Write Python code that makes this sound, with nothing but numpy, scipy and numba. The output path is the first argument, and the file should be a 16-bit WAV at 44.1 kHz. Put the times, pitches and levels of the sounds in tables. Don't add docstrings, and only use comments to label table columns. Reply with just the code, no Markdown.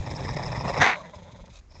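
import sys
import numpy as np
from scipy import signal
from scipy.fft import rfft, irfft
from scipy.io import wavfile
from numba import njit

SR = 44100
rng = np.random.default_rng(int(sys.argv[2]) if len(sys.argv) > 2 else 0)


def wav_record(signal):
    frames = np.transpose(np.atleast_2d(signal))
    bounded = np.clip(frames, -1, 1)
    quanta = np.round(bounded * 32767).astype(np.int16)
    wavfile.write(sys.argv[1], SR, quanta)


def volts(x):
    e = np.asarray(x, float) / 20
    return 10 ** e


N = 79380
TIME_S = np.arange(N) / SR


def rms_one(x):
    return x / np.sqrt(np.mean(x ** 2) + 1e-20)


def in_time(rows):
    s, *columns = np.transpose(rows)
    return [np.interp(TIME_S, s, column) for column in columns]


def impulses(s, heights):
    x = np.zeros(N)
    x[(s * SR).astype(int)] = heights
    return x


@njit
def two_pole(x, a1, a2):
    y = np.zeros(len(x))
    for i in range(2, len(x)):
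        y[i] = (1 - a2) / 2 * (x[i] - x[i - 2]) + a1[i] * y[i - 1] - a2 * y[i - 2]
    return y


def resonate(x, hz, width_hz):
    r = np.exp(-np.pi * width_hz / SR)
    a1 = 2 * r * np.cos(2 * np.pi * hz / SR)
    x = x + 1e-18
    if np.ndim(hz):
        return two_pole(x, a1, r * r)
    return signal.lfilter([(1 - r * r) / 2, 0, (r * r - 1) / 2], [1, -a1, r * r], x)


def twice(x, hz, width_hz):
    return resonate(resonate(x, hz, width_hz), hz, width_hz)


def tract(x, table, scale=1, unsteady=False):
    def waver():
        if not unsteady:
            return 0
        return np.interp(np.arange(N), np.linspace(0, N, 60), rng.standard_normal(60))

    total = 0
    for k, (hz, width_hz, db) in enumerate(table):
        gain = volts(db + 1.0 * waver())
        centre_hz = hz * (scale + 0.029 * waver())
        total = total + (-1) ** k * gain * twice(x, centre_hz, width_hz)
    return rms_one(total)


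def bumps(s, db, length, leak=0):
    d = (TIME_S - np.array(s)[:, None]) / np.array(length)[:, None]
    skew = np.where(d < -.15, 1.47 * (d + 0.15), 0.75 * (d + 0.056))
    swell = np.exp(-4 * skew ** 2)
    skirt = np.exp(-.6 * d ** 2)
    return volts(np.array(db)) @ (swell + leak * skirt) / (1 + leak)


def folds(rate_hz, jitter, spread_db, breath, puff_s):
    draws = np.clip(rng.standard_normal((700, 2)), -1.6, 1.6)
    periods = np.clip(1 + jitter * draws[:, 0], .4, 2)
    cycles = np.interp(np.cumsum(periods), np.cumsum(rate_hz) / SR, np.arange(N))
    pulses = np.zeros(N)
    pulses[cycles.astype(int)] = -volts(spread_db * draws[:, 1])
    pulses[-1] = 0
    puff = signal.lfilter([1], [1, -np.exp(-1 / (puff_s * SR))], abs(pulses)) * rng.standard_normal(N)
    softened = signal.lfilter([1], [1, -.7], pulses)
    return pulses, rms_one(softened) + breath * rms_one(puff)


def growl(flaps, hiss_lag_s, chest, throat, nose, mouth, chest_hz, chest_width_hz, leak,
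          jitter, spread_db, breath, chest_gate, hiss_db):
    s, throat_db, nose_db, length = np.transpose(flaps)
    chest_db, rate_hz = in_time(chest)
    pulses, source = folds(rate_hz, jitter, spread_db, breath, 0.015)

    rumble = twice(rms_one(pulses) + 2.3 * rng.standard_normal(N), chest_hz, chest_width_hz)
    rumble = in_time(chest_gate)[0] * volts(chest_db) * rms_one(rumble)

    hiss = tract(.5 * source + rng.standard_normal(N), nose)
    hiss = hiss * bumps(s + hiss_lag_s, nose_db, length, 1.3 * leak) * volts(hiss_db)

    sag = np.interp(TIME_S, np.ravel(s[:, None] + [-.016, .016]), np.tile([1, -1], len(s)))
    scale = 1 + 0.22 * (in_time(mouth)[0] - .5) + .075 * sag
    voice = tract(source, throat, scale, unsteady=True)
    return bumps(s, throat_db, length, leak) * voice + rumble + hiss


def outdoors():
    # time in seconds, wind level in dB.
    gusts = [(0.0, -27.5), (0.034, -58), (0.1, -42), (0.832, -42.5), (0.902, -55.5), (1.132, -58),
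             (1.162, -49), (1.378, -52), (1.408, -56), (1.638, -50), (1.678, -59), (1.8, -43)]
    # frequency in Hz, level in dB.
    air = [(59, -32), (200, -5.5), (817, -16), (2640, -21), (2950, -29.5), (3120, -27.5), (7060, -25),
           (8500, -37), (11000, -64.5), (18700, -120)]
    band = signal.butter(3, [30, 90], "band", fs=SR, output="sos")
    wind = signal.sosfilt(band, rng.standard_normal(N + SR))[SR:]
    air_hz, air_db = np.transpose(air)
    hz = np.fft.rfftfreq(N, 1 / SR) + 1
    shape = volts(np.interp(np.log(hz), np.log(air_hz), air_db)) * (hz > 200)
    still = irfft(rfft(rng.standard_normal(N)) * shape, N)
    return volts(in_time(gusts)[0]) * rms_one(wind) + volts(-64.5) * rms_one(still)


def ticks():
    # time in seconds, level in dB.
    clicks = [(.238, -25), (.252, -26), (.365, -24), (.373, -25), (.53, -24), (1.136, -42), (1.349, -44),
              (1.48, -39), (1.612, -46), (1.588, -48), (1.738, -48), (1.746, -46)]
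    s, db = np.transpose(clicks)
    return resonate(impulses(s, -4 * volts(db)), 880, 1720)


def tugging_bodies():
    # time in seconds, level in dB.
    thumps = [(1.167, -43), (1.227, -44), (1.34, -39.5), (1.526, -50), (1.625, -55)]
    # time in seconds, level in dB.
    heaves = [(1.421, -42.5), (1.524, -52), (1.589, -49.5), (1.689, -51.5)]
    s, db = np.transpose(thumps)
    low = twice(impulses(s - .006, 400 * volts(db)), 88, 90)
    s, db = np.transpose(heaves)
    return low + twice(impulses(s - .012, -900 * volts(db)), 36.6, 40)


def snorts():
    # time in seconds, level in dB, length in seconds.
    breaths = [(.0, -47.5, 0.023), (0.037, -51.5, 0.043), (1.163, -60.5, 0.019), (1.72, -66, 0.026),
               (1.765, -62.5, 0.043), (1.544, -55.5, 0.041), (1.558, -52.5, 0.0055), (1.573, -54.5, 0.017),
               (1.593, -56, 0.014)]
    # centre in Hz, width in Hz, level in dB.
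    nostrils = [(570, 260, 4.5), (1050, 1200, -3.5), (2440, 520, 1.5), (3720, 1170, 1.5),
                (5070, 1180, -8.5), (6610, 1500, 0), (8000, 1400, -27)]
    return bumps(*np.transpose(breaths)) * tract(rng.standard_normal(N), nostrils)


def ball_squeaks():
    # time in seconds, level in dB, length in seconds.
    rubs = [(.118, -45, 0.015), (0.255, -37, 0.011), (0.291, -39, 0.0064), (0.433, -41, 0.013),
            (0.564, -40, 0.025), (0.742, -39.5, 0.02), (1.057, -51.5, 0.046)]
    return rms_one(twice(rng.standard_normal(N), 1892, 470)) * bumps(*np.transpose(rubs))


def far_dog():
    # time in seconds, throat level in dB, nostril hiss in dB, length in seconds.
    flaps = [(.968, -39.5, -52.5, 0.049), (1.01, -47, -57.5, 0.021), (1.058, -47, -58.5, 0.038),
             (1.097, -48, -61, 0.021), (1.145, -44.5, -54, 0.026), (1.188, -48.5, -60.5, 0.03),
             (1.228, -55.5, -57.5, 0.023), (1.274, -48.5, -62, 0.05), (1.312, -56.5, -57, 0.018),
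             (1.357, -48, -59, 0.027), (1.402, -51.5, -58, 0.026), (1.444, -51, -54, 0.011),
             (1.484, -52.5, -57, 0.022)]
    # time in seconds, delay of hiss behind voice in seconds.
    hiss_lag = [(1.0, 0.0041), (1.36, 0.011), (1.42, 0.013), (1.5, 0.026)]
    # time in seconds, level in dB, pulse rate in Hz.
    chest = [(0.95, -48.5, 175.0), (1.214, -53, 175.0), (1.374, -52.5, 175.0), (1.506, -49.5, 175.0),
             (1.544, -70, 175.0), (1.56, -70, 175.0)]
    # centre in Hz, width in Hz, level in dB.
    throat = [(542, 150, 5), (923, 203, 1), (1460, 490, -14), (1990, 290, -10), (3610, 480, -9.5)]
    # centre in Hz, width in Hz, level in dB.
    nose = [(2170, 740, -3.5), (3670, 1100, -3.5), (5000, 530, -10.5), (6440, 1600, -6.5)]
    # time in seconds, mouth opening from 0 to 1.
    mouth = [(1.0, 1), (1.05, 0.76), (1.109, 0.076), (1.15, 0.81), (1.21, 0.15), (1.3, 0.53), (1.502, 0.44)]
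    lag_s = np.interp(np.array(flaps)[:, 0], *np.transpose(hiss_lag))
    return growl(flaps, lag_s, chest, throat, nose, mouth, chest_hz=157.3, chest_width_hz=73, leak=.25,
                 jitter=.14, spread_db=2, breath=.9,
                 chest_gate=[(.88, 0), (.93, 1), (1.5, 1), (1.53, 0)], hiss_db=-1.0)


def teeth_whistle():
    # time in seconds, level in dB, length in seconds.
    bursts = [(0.067, -50.5, 0.02), (0.112, -47.5, 0.024), (0.16, -40.5, 0.018), (0.208, -43.5, 0.017),
              (0.253, -48.5, 0.039), (0.297, -42.5, .03), (0.342, -45, 0.011), (.37, -45, 0.021),
              (.392, -51, 0.029), (0.431, -36.5, 0.011), (0.461, -45, .018), (0.481, -44, 0.007),
              (0.524, -45.5, 0.024), (0.568, -43.5, 0.027), (0.608, -41, .025), (0.664, -55.5, 0.044),
              (0.692, -42.5, .035), (0.746, -46, 0.036), (0.783, -41.5, 0.023), (1.159, -55.5, 0.013),
              (1.716, -62.5, 0.03), (1.762, -60.5, 0.044), (1.792, -66, 0.018)]
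    breath = folds(np.full(N, 130.), .3, 3, 9, .006)[1]
    return rms_one(twice(breath, 5200, 650)) * bumps(*np.transpose(bursts), .08)


def fold_snaps():
    # time in seconds, level in dB.
    closings = [(0.0727, -21.5), (0.114, -30), (0.1409, -21), (0.2109, -21), (0.2515, -16), (.2604, -32),
                (0.3005, -19.5), (0.365, -21), (0.371, -18), (.388, -29), (0.4081, -22), (0.5249, -24),
                (0.5552, -27), (0.577, -16), (0.6496, -34.5), (0.6579, -23.5), (0.7042, -27), (0.738, -25),
                (0.7765, -25), (1.4165, -36), (1.4913, -39), (1.7462, -39), (1.7752, -42), (1.7921, -46)]
    s, db = np.transpose(closings)
    snaps = impulses(s - .0009, -volts(db + 41.5))
    soft = signal.sosfilt(signal.butter(2, 600, fs=SR, output="sos"), snaps)
    return resonate(soft, 115, 33)


def near_dog():
    # time in seconds, throat level in dB, nostril hiss in dB, length in seconds.
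    flaps = [(.02, -41, -57, 0.068), (.073, -36.5, -46, 0.011), (.115, -39.5, -43, 0.044),
             (.166, -43, -47, 0.023), (.204, -40, -48.5, 0.045), (.247, -42.5, -46, 0.034),
             (.294, -32.5, -43, 0.029), (.339, -37, -40.5, 0.016), (.37, -29.5, -47.5, 0.0075),
             (.395, -36, -45.5, 0.023), (.432, -39, -45.5, 0.034), (.478, -36, -41.5, 0.041),
             (.527, -32, -50.5, 0.012), (.563, -35, -42, 0.041), (.609, -34.5, -50, 0.02),
             (.655, -33.5, -44, 0.023), (.695, -28.5, -38.5, 0.034), (.745, -30, -42, 0.013),
             (.78, -26, -39, 0.03), (1.72, -56.5, -62, 0.012), (1.762, -56, -73.5, 0.029),
             (1.795, -61, -54.5, 0.0212)]
    # time in seconds, level in dB, pulse rate in Hz.
    chest = [(0.0, -36, 120.3), (0.202, -35.5, 125.2), (0.4, -35, 124.3), (0.58, -34, 120.6),
             (0.615, -37, 120.1), (0.649, -30.5, 119.2), (0.752, -43, 119.5), (0.806, -23, 122.8),
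             (0.866, -43.5, 111.3), (0.9, -46, 116.7)]
    # centre in Hz, width in Hz, level in dB.
    throat = [(271, 72, -9), (424, 275, -5), (576, 237, 2), (917, 372, 2), (1935, 235, -4.5),
              (2426, 370, -7.5), (3930, 390, -19)]
    # centre in Hz, width in Hz, level in dB.
    nose = [(3704, 890, 0), (5020, 370, -5), (6300, 3400, -6), (8650, 620, -12)]
    # time in seconds, mouth opening from 0 to 1.
    mouth = [(0.0, 0.23), (.4, 0.31), (.65, 0.47), (.8, 0.52)]
    return growl(flaps, 0, chest, throat, nose, mouth, chest_hz=112, chest_width_hz=101, leak=0.46,
                 jitter=.24, spread_db=1.5, breath=2.3,
                 chest_gate=[(.88, 1), (.92, 0), (1.68, 0), (1.74, .2)], hiss_db=-7.5)


def bark():
    # time in seconds, level in dB, fold rate in Hz, mouth resonance in Hz.
    course = [
        (.796, -38, 259, 1590),
        (.802, -28.5, 258, 1650),
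        (.811, -18.5, 257.3, 1746),
        (.818, -15, 261.5, 1720),
        (.865, -19, 276.7, 1966),
        (.9, -20, 288.4, 2022),
        (.94, -27.5, 291.9, 1944),
        (.955, -33.5, 201.7, 2080),
        (1.0, -68, 152, 1990),
    ]
    # time in seconds, extra level in dB.
    jolts = [(.8025, 9), (.8145, 6), (.8186, 8), (.8214, 6), (.8318, 9), (.8431, 9), (.8546, 7), (.864, 12),
             (.874, 4), (.8775, 7), (.8855, 4), (.9003, 7), (.9145, 5), (.933, 7)]
    # centre in Hz, width in Hz, level in dB.
    throat = [(218, 52, -12.5), (432, 330, -8.5), (746, 165, -0.5), (940, 394, -5.5), (1600, 660, -7.5),
              (2585, 77, -15)]
    # centre in Hz, width in Hz, level in dB.
    rasp_bands = [(3545, 780, 7), (4740, 700, -14), (5950, 1100, 12.5), (7900, 4500, -18.5)]

    db, rate_hz, mouth_hz = in_time(course)
    source = folds(rate_hz, .2, 2.5, 1.25, .003)[1]
    s, extra_db = np.transpose(jolts)
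    source[(s * SR).astype(int) - 12] -= 16 * volts(extra_db)

    age_s = np.clip(TIME_S - .82, 0, 1)
    air = 0.53 * source + rng.standard_normal(N)
    rasp = tract(air, rasp_bands[:2]) * volts(-15 - 34.5 * age_s)
    rasp += tract(air, rasp_bands[2:]) * volts(-18 - 93.5 * age_s)

    voice = twice(source, mouth_hz, 650)
    for k, (hz, width_hz, level_db) in enumerate(throat):
        thinning_db = 52 * age_s * (hz < 900)
        voice = voice + (-1) ** k * volts(level_db - thinning_db) * twice(source, hz, width_hz)
    voice = voice / np.std(voice[int(.8 * SR):int(.95 * SR)])
    sounding = abs(TIME_S - .9) < .11
    return volts(db) * sounding * (voice + rasp)


def scene():
    background = outdoors() + ticks() + tugging_bodies() + snorts() + ball_squeaks()
    near = teeth_whistle() + fold_snaps() + near_dog() + bark()
    return (background + far_dog() + near)[None]


def band_limit(x):
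    return signal.sosfilt(signal.butter(12, 9050, fs=SR, output="sos"), x)


def record(dry):
    rounded = np.tanh(dry / 1.121) * 1.082
    x = signal.sosfilt(signal.butter(4, 7500, fs=SR, output="sos"), rounded)
    x = signal.sosfilt(signal.cheby2(10, 60, 9800, fs=SR, output="sos"), x)
    return band_limit(x)


dry = scene()
out = record(dry)
wav_record(out)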